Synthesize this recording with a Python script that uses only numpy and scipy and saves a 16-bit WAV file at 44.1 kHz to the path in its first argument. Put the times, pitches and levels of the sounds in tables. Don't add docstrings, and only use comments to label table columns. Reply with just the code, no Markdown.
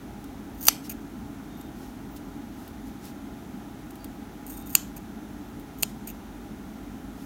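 import sys
import numpy as np
from scipy import signal
from scipy.fft import rfft, next_fast_len
from scipy.io import wavfile

SR = 44100
rng = np.random.default_rng(int(sys.argv[2]) if len(sys.argv) > 2 else 0)


def output_pcm(signal):
    pcm = np.clip(np.atleast_2d(signal).T, -1, 1) * 32767
    wavfile.write(sys.argv[1], SR, np.round(pcm).astype(np.int16))


N = 320063
TIME = np.arange(N) / SR
CUTOFF_HZ = 16000


def from_db(db):
    return 10 ** (np.asarray(db) / 20)


def rms_one(x):
    return x / np.sqrt(np.mean(x ** 2) + 1e-20)


def noise(size):
    return rng.standard_normal(size)


def coloured(x, spectrum):
    hz, db = np.transpose(spectrum)
    size = next_fast_len(len(x))
    f = np.maximum(np.fft.rfftfreq(size, 1 / SR), 1)
    octaves_outside = np.abs(np.log2(f / np.clip(f, hz[0], hz[-1])))
    gain = from_db(np.interp(np.log(f), np.log(hz), db) - 80 * octaves_outside)
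    shaped = np.fft.irfft(rfft(x, size) * gain, size)
    return rms_one(shaped[:len(x)])


def tilted(x, tilt_db):
    points = [(hz, tilt_db * np.log2(max(hz, 3000))) for hz in (1000, 3000, CUTOFF_HZ)]
    return coloured(x, points)


def swells(rows):
    return sum(from_db(db) * np.exp(-.5 * ((TIME - s) / spread) ** 2) for s, db, spread in rows)


def add(track, s, sound):
    i = int(round(s * SR))
    track[i:i + len(sound)] += sound[:N - i]


def friction_tone(length, hz, waver, waver_hz=150):
    size = max(int(length * SR), 256)
    smooth = signal.butter(2, waver_hz, fs=SR, output="sos")
    wander = rms_one(signal.sosfilt(smooth, noise(SR)))[-size:]
    pitch_hz = hz * (1 + waver * wander)
    tone = np.sin(2 * np.pi * np.cumsum(pitch_hz) / SR)
    return signal.windows.tukey(size, .5) * rms_one(tone)


# pitch_hz, relative_level_db
WALL_COLOUR = [(300, -11), (1000, 1.5), (1800, -7.5), (2500, 1), (3200, 4.5), (4000, -0.5), (4900, -1),
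               (6800, 3), (8700, -3), (10500, -7), (12500, -2.5), (14000, -7.5), (16000, -19)]
ROOM_T60_S = 0.29


def room(x, tail_db=-23, echo_db=-21, echo_s=.006, first_wall_s=0.01, sideways=0.67):
    t = TIME[:SR // 2]
    fade = from_db(-60 * t / ROOM_T60_S) * np.clip(t / first_wall_s, 0, 1)
    tail = coloured(noise(len(t)), WALL_COLOUR) * fade
    share = np.clip(sideways, 0, 1)
    radiated = x * (np.sqrt(1 - share) + np.sqrt(share) * rng.choice([-1, 1], N))
    out = x + from_db(tail_db) * signal.fftconvolve(radiated, tail / np.linalg.norm(tail))[:N]
    add(out, echo_s, from_db(echo_db) * x)
    return out


# pitch_hz, relative_level_db
FAN_COLOUR = [(20, -39.5), (35, -22), (50, -1.5), (75, -7.5), (130, -7.5), (180, -6), (210, -2.5),
              (290, -1), (330, -6.5), (420, -14), (490, -20.5), (590, -19.5), (680, -15.5), (1000, -22.5)]


def fan_rumble(level_db=-42.0):
    return from_db(level_db) * coloured(noise(N), FAN_COLOUR)


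# pitch_hz, relative_level_db
HISS_COLOUR = [(590, -13.5), (1000, -2), (1160, -2), (1240, 0.5), (1710, -3.5), (2770, -10), (3370, -10),
               (4920, -15.5), (6260, -12.5), (7700, -17), (10500, -19), (11400, -17.5), (15500, -15.5)]


def hiss(level_db=-54):
    return from_db(level_db) * coloured(noise(N), HISS_COLOUR)


# pitch_hz, width_hz (half of each filter's bandwidth), level_db (rms)
HUMS = [(47.8, 5.4, -53.5), (197.8, 4.4, -54), (219.5, 4.9, -51), (268.8, 10.7, -50.5),
        (294.2, 10.5, -51.5), (419.8, 7.4, -62), (818.4, 26.6, -58), (1382, 76, -65.5), (3670, 37, -77.5)]


def fan_hums():
    out = np.zeros(N)
    for hz, width, db in HUMS:
        b, a = signal.iirpeak(hz, hz / (2 * width), fs=SR)
        hum = signal.lfilter(b, a, noise(N + SR))
        hum = signal.lfilter(b, a, hum)[SR:]
        out += from_db(db) * rms_one(hum)
    return out


FIRST_FLICK_S, FLICK_PERIOD_S = 0.345, 0.64


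def whine(hz=11020, step_hz=110, level_db=-73, rise_hz=1200, width_s=.018):
    flicks = (TIME - FIRST_FLICK_S) / FLICK_PERIOD_S
    from_flick_s = (flicks - np.round(flicks)) * FLICK_PERIOD_S
    upper_step = np.maximum(flicks, 0) // 2 % 2
    pitch_hz = hz + step_hz * upper_step + rise_hz * np.exp(-np.abs(from_flick_s) / width_s)
    return from_db(level_db) * rms_one(np.sin(2 * np.pi * np.cumsum(pitch_hz) / SR))


# start_s, end_s, pitch_hz, level_db
SQUEAK_TIMES = [(0.838, 0.870, 5460, -55), (1.45, 1.727, 3670, -65.5), (1.56, 1.63, 12750, -59),
                (2.10, 2.17, 15000, -59), (3.982, 4.076, 4680, -63), (4.49, 4.723, 3670, -64)]


def squeaks():
    out = np.zeros(N)
    for start, end, hz, db in SQUEAK_TIMES:
        add(out, start, from_db(db) * friction_tone(end - start, hz, waver=0.017, waver_hz=220))
    return out


# centre_s, level_db, spread_s
WOOL_RUBS = [(0.858, -48.5, 0.016), (1.83, -57, 0.053), (2.17, -50.5, 0.0079), (2.62, -58.5, 0.059),
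             (2.88, -58, 0.018), (3.066, -50.5, 0.029), (5.90, -56, 0.018), (7.23, -58, .05)]
# pitch_hz, relative_level_db
WOOL_COLOUR = [(1000, -20), (2500, 1.5), (5500, 5), (9000, 0), (13000, 3.5), (16000, -3)]
# centre_s, level_db, spread_s
HAND_BUMPS = [(1.27, -42, 0.049)]
# pitch_hz, relative_level_db
HAND_COLOUR = [(70, -2), (130, 2), (200, -14)]
# start_s, relative_level_db
LIGHT_TOUCHES = [(0.2418, -37.5), (1.6117, -36), (2.164, -38.5), (2.6783, -38), (3.054, -38), (3.9074, -38),
                 (3.9558, -39.5), (4.0436, -29.5), (5.597, -40.5)]


def fingers(touch_db=-6, touch_t60=0.025, grain_db=5.0):
    crackle = noise(N) * from_db(grain_db * noise(N))
    out = swells(WOOL_RUBS) * coloured(crackle, WOOL_COLOUR)
    out += swells(HAND_BUMPS) * coloured(noise(N), HAND_COLOUR)
    t = TIME[:SR // 10]
    for s, db in LIGHT_TOUCHES:
        fade = from_db(db + touch_db - 60 * t / touch_t60)
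        add(out, s, fade * coloured(noise(len(t)), GRIT_COLOUR))
    return out


# pitch_hz, t60_s (time to fade by 60 dB),
# deep_level_db (met deep in the jaws), tip_level_db (met at the tips)
BLADE_TONES = [(707, 0.011, -24, -28.5), (1288, 0.0097, -11.5, -27.5), (2630, 0.0088, -10, -5.5),
               (3140, 0.008, -5.5, -20.5), (4180, 0.0049, -15, -14), (4736, 0.0074, -2, -11.5),
               (5800, 0.0065, -5.5, -12.5), (6170, 0.0083, -3.5, -15), (7005, 0.0087, -9.5, -5.5),
               (8590, 0.011, -11, -1.5), (9830, 0.0075, -15, -13.5), (11890, 0.0076, -2, 1),
               (12870, 0.0048, 3.5, 1.5), (14260, 0.0042, 1.5, -13.5), (14840, 0.007, 1.5, -14),
               (14560, 0.0034, -3.5, -26)]


def blade_ring(place, scatter_db, tilt_db=0):
    hz, t60, deep_db, tip_db = np.transpose(BLADE_TONES)[:, :, None]
    t = np.arange(int(.02 * SR)) / SR
    db = deep_db + np.clip(place, 0, 1) * (tip_db - deep_db)
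    db = db + scatter_db * noise(hz.shape)
    db = db + tilt_db * np.log2(np.maximum(hz, 3000) / 6000)
    signs = (-1) ** np.arange(len(hz))[:, None]
    tones = from_db(db - 60 * t / t60) * np.sin(2 * np.pi * hz * t)
    return np.sum(signs * tones, axis=0)


# pitch_hz, relative_level_db
RASP_COLOUR = [(1500, -1), (2700, -7), (3700, -6), (4700, -3.5), (5600, -10), (6600, 7.5), (7600, -9),
               (8600, 0), (10500, -6), (12300, -5), (13500, 6), (16000, -3)]
FAST_SLIPS_PER_S = 1400
SLIP_DOUBLING_DB = 22


def stroke(length, start_db, end_db, per_s, place, tilt_db, grit_db, edge_s,
           jitter=.35, uneven_db=5.0, grit_t60=0.036):
    t = TIME[:int((length + edge_s) * SR)]
    pressure_db = np.interp(t, [0, length], [start_db, end_db])
    rate_per_s = per_s * 2 ** ((pressure_db - pressure_db.mean()) / SLIP_DOUBLING_DB)
    slipped = np.cumsum(rate_per_s) / SR
    gaps, sizes = noise((2, 256))
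    due = np.cumsum(np.exp(jitter * gaps))
    at = np.searchsorted(slipped, due - due[0])
    blows = from_db(uneven_db * sizes) * rng.choice([-1, 1], len(at))
    in_time = at < len(t)
    slips = np.zeros(len(t))
    slips[at[in_time]] = blows[in_time]
    ring = signal.fftconvolve(slips, blade_ring(place, scatter_db=-2.0))[:len(t)]
    spray = signal.lfilter([1], [1, -from_db(-60 / (grit_t60 * SR))], np.abs(slips))
    grit = spray * coloured(noise(SR // 2), RASP_COLOUR)[:len(t)]
    contact = np.clip(t / edge_s, 0, 1) * np.clip((length - t) / edge_s + 1, 0, 1)
    mix = rms_one(ring) + from_db(grit_db) * rms_one(grit)
    return from_db(pressure_db) * contact * tilted(mix, tilt_db)


# start_s, length_s, start_level_db,
# place (of contact, 0 = deep in the jaws, 1 = at the tips)
SPRING_OPENINGS = [(0.893, 0.035, -37, 0.2), (4.961, 0.02, -46.5, 0.7), (6.069, 0.05, -40.5, 1)]
OPENING_FADE_DB_PER_S, OPENING_TILT_DB = 171, 3
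JERK_S, JERK_DB = 0.0083, 2
SING_HZ, SING_DB = 2540, -13


def openings():
    out = np.zeros(N)
    for start, length, db, place in SPRING_OPENINGS:
        jerk = stroke(JERK_S, db + JERK_DB, db + JERK_DB, FAST_SLIPS_PER_S, place,
                      tilt_db=4.0, grit_db=-3, edge_s=0.0055)
        scrape = stroke(length, db, db - OPENING_FADE_DB_PER_S * length, FAST_SLIPS_PER_S, place,
                        OPENING_TILT_DB, grit_db=2, edge_s=.005, uneven_db=8.5)
        note = from_db(db + SING_DB) * friction_tone(length, SING_HZ, waver=0.09, waver_hz=298)
        for sound in (jerk, scrape, note):
            add(out, start, sound)
    return out


# start_s, end_s, start_level_db, end_level_db,
# place (of contact, 0 = deep in the jaws, 1 = at the tips)
HAND_CLOSINGS = [(0.54, 0.68, -60.5, -29.5, 0.05), (4.463, 4.625, -43.5, -51, 1.0),
                 (4.656, 4.748, -47.5, -44.5, 1), (5.773, 5.82, -56.5, -48, 0.85),
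                 (5.8244, 5.829, -18.5, -24, 0.9)]
CLOSING_SLIPS_PER_S, CLOSING_TILT_DB = 260, 5
BITE_S, BITE_DB, BITE_RISE_DB, BITE_TILT_DB = 0.0036, -21, 12, 6


def closings():
    out = np.zeros(N)
    for start, end, start_db, end_db, place in HAND_CLOSINGS:
        grind = stroke(end - start, start_db, end_db, CLOSING_SLIPS_PER_S, place,
                       CLOSING_TILT_DB, grit_db=1.5, edge_s=.0025, grit_t60=.035)
        add(out, start, grind)
    for s, db, place, _, _ in BLADE_SNAPS:
        end_db = db + BITE_DB
        bite = stroke(BITE_S, end_db - BITE_RISE_DB, end_db, FAST_SLIPS_PER_S, place,
                      BITE_TILT_DB, grit_db=-3, edge_s=.0036)
        add(out, s - BITE_S, bite)
    return out


# start_s, relative_strength_db, place (of contact, 0 = deep in the jaws, 1 = at the tips),
# treble_tilt_db (per octave), fibre_crunch_db (relative)
BLADE_SNAPS = [(0.6285, -30.5, 0.05, 5.5, 6.5), (0.653, -24.5, 0.05, 6, 3), (0.6695, -17, 0.05, 4.5, 8),
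               (0.6840, 10, 0.014, -2.4, -3.5), (0.6864, -12, 0.01, 0, -1.5), (4.7521, 7.5, 0.99, -1, -8),
               (5.8322, -1, 0.81, -4.5, -13)]
# pitch_hz, relative_level_db
GRIT_COLOUR = [(1000, -6), (2000, -23), (2800, -0.5), (5000, -5), (7000, -4.5), (9000, 1), (11000, -2.5),
               (12500, -2.5), (14200, 6), (16000, -2.5)]


def snaps(level_db=-6, fibre_t60=0.0073):
    out = np.zeros(N)
    for s, db, place, tilt_db, crunch_db in BLADE_SNAPS:
        ring = blade_ring(place, scatter_db=3.5, tilt_db=tilt_db)
        crunch = tilted(coloured(noise(len(ring)), GRIT_COLOUR), tilt_db)
        crunch *= from_db(crunch_db - 60 * TIME[:len(ring)] / fibre_t60)
        add(out, s, from_db(db + level_db) * (ring + crunch))
    return out


def scene():
    close_sounds = snaps() + closings() + openings() + fingers() + squeaks()
    in_room = room(close_sounds)
    background = fan_rumble() + hiss() + fan_hums() + whine()
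    return (in_room + background)[None]


def record(dry):
    clipped = dry / (1 + dry ** 6) ** (1 / 6)
    low_pass = signal.cheby2(16, 70, CUTOFF_HZ + 700, fs=SR, output="sos")
    return signal.sosfilt(low_pass, clipped)


dry = scene()
out = record(dry)
output_pcm(out)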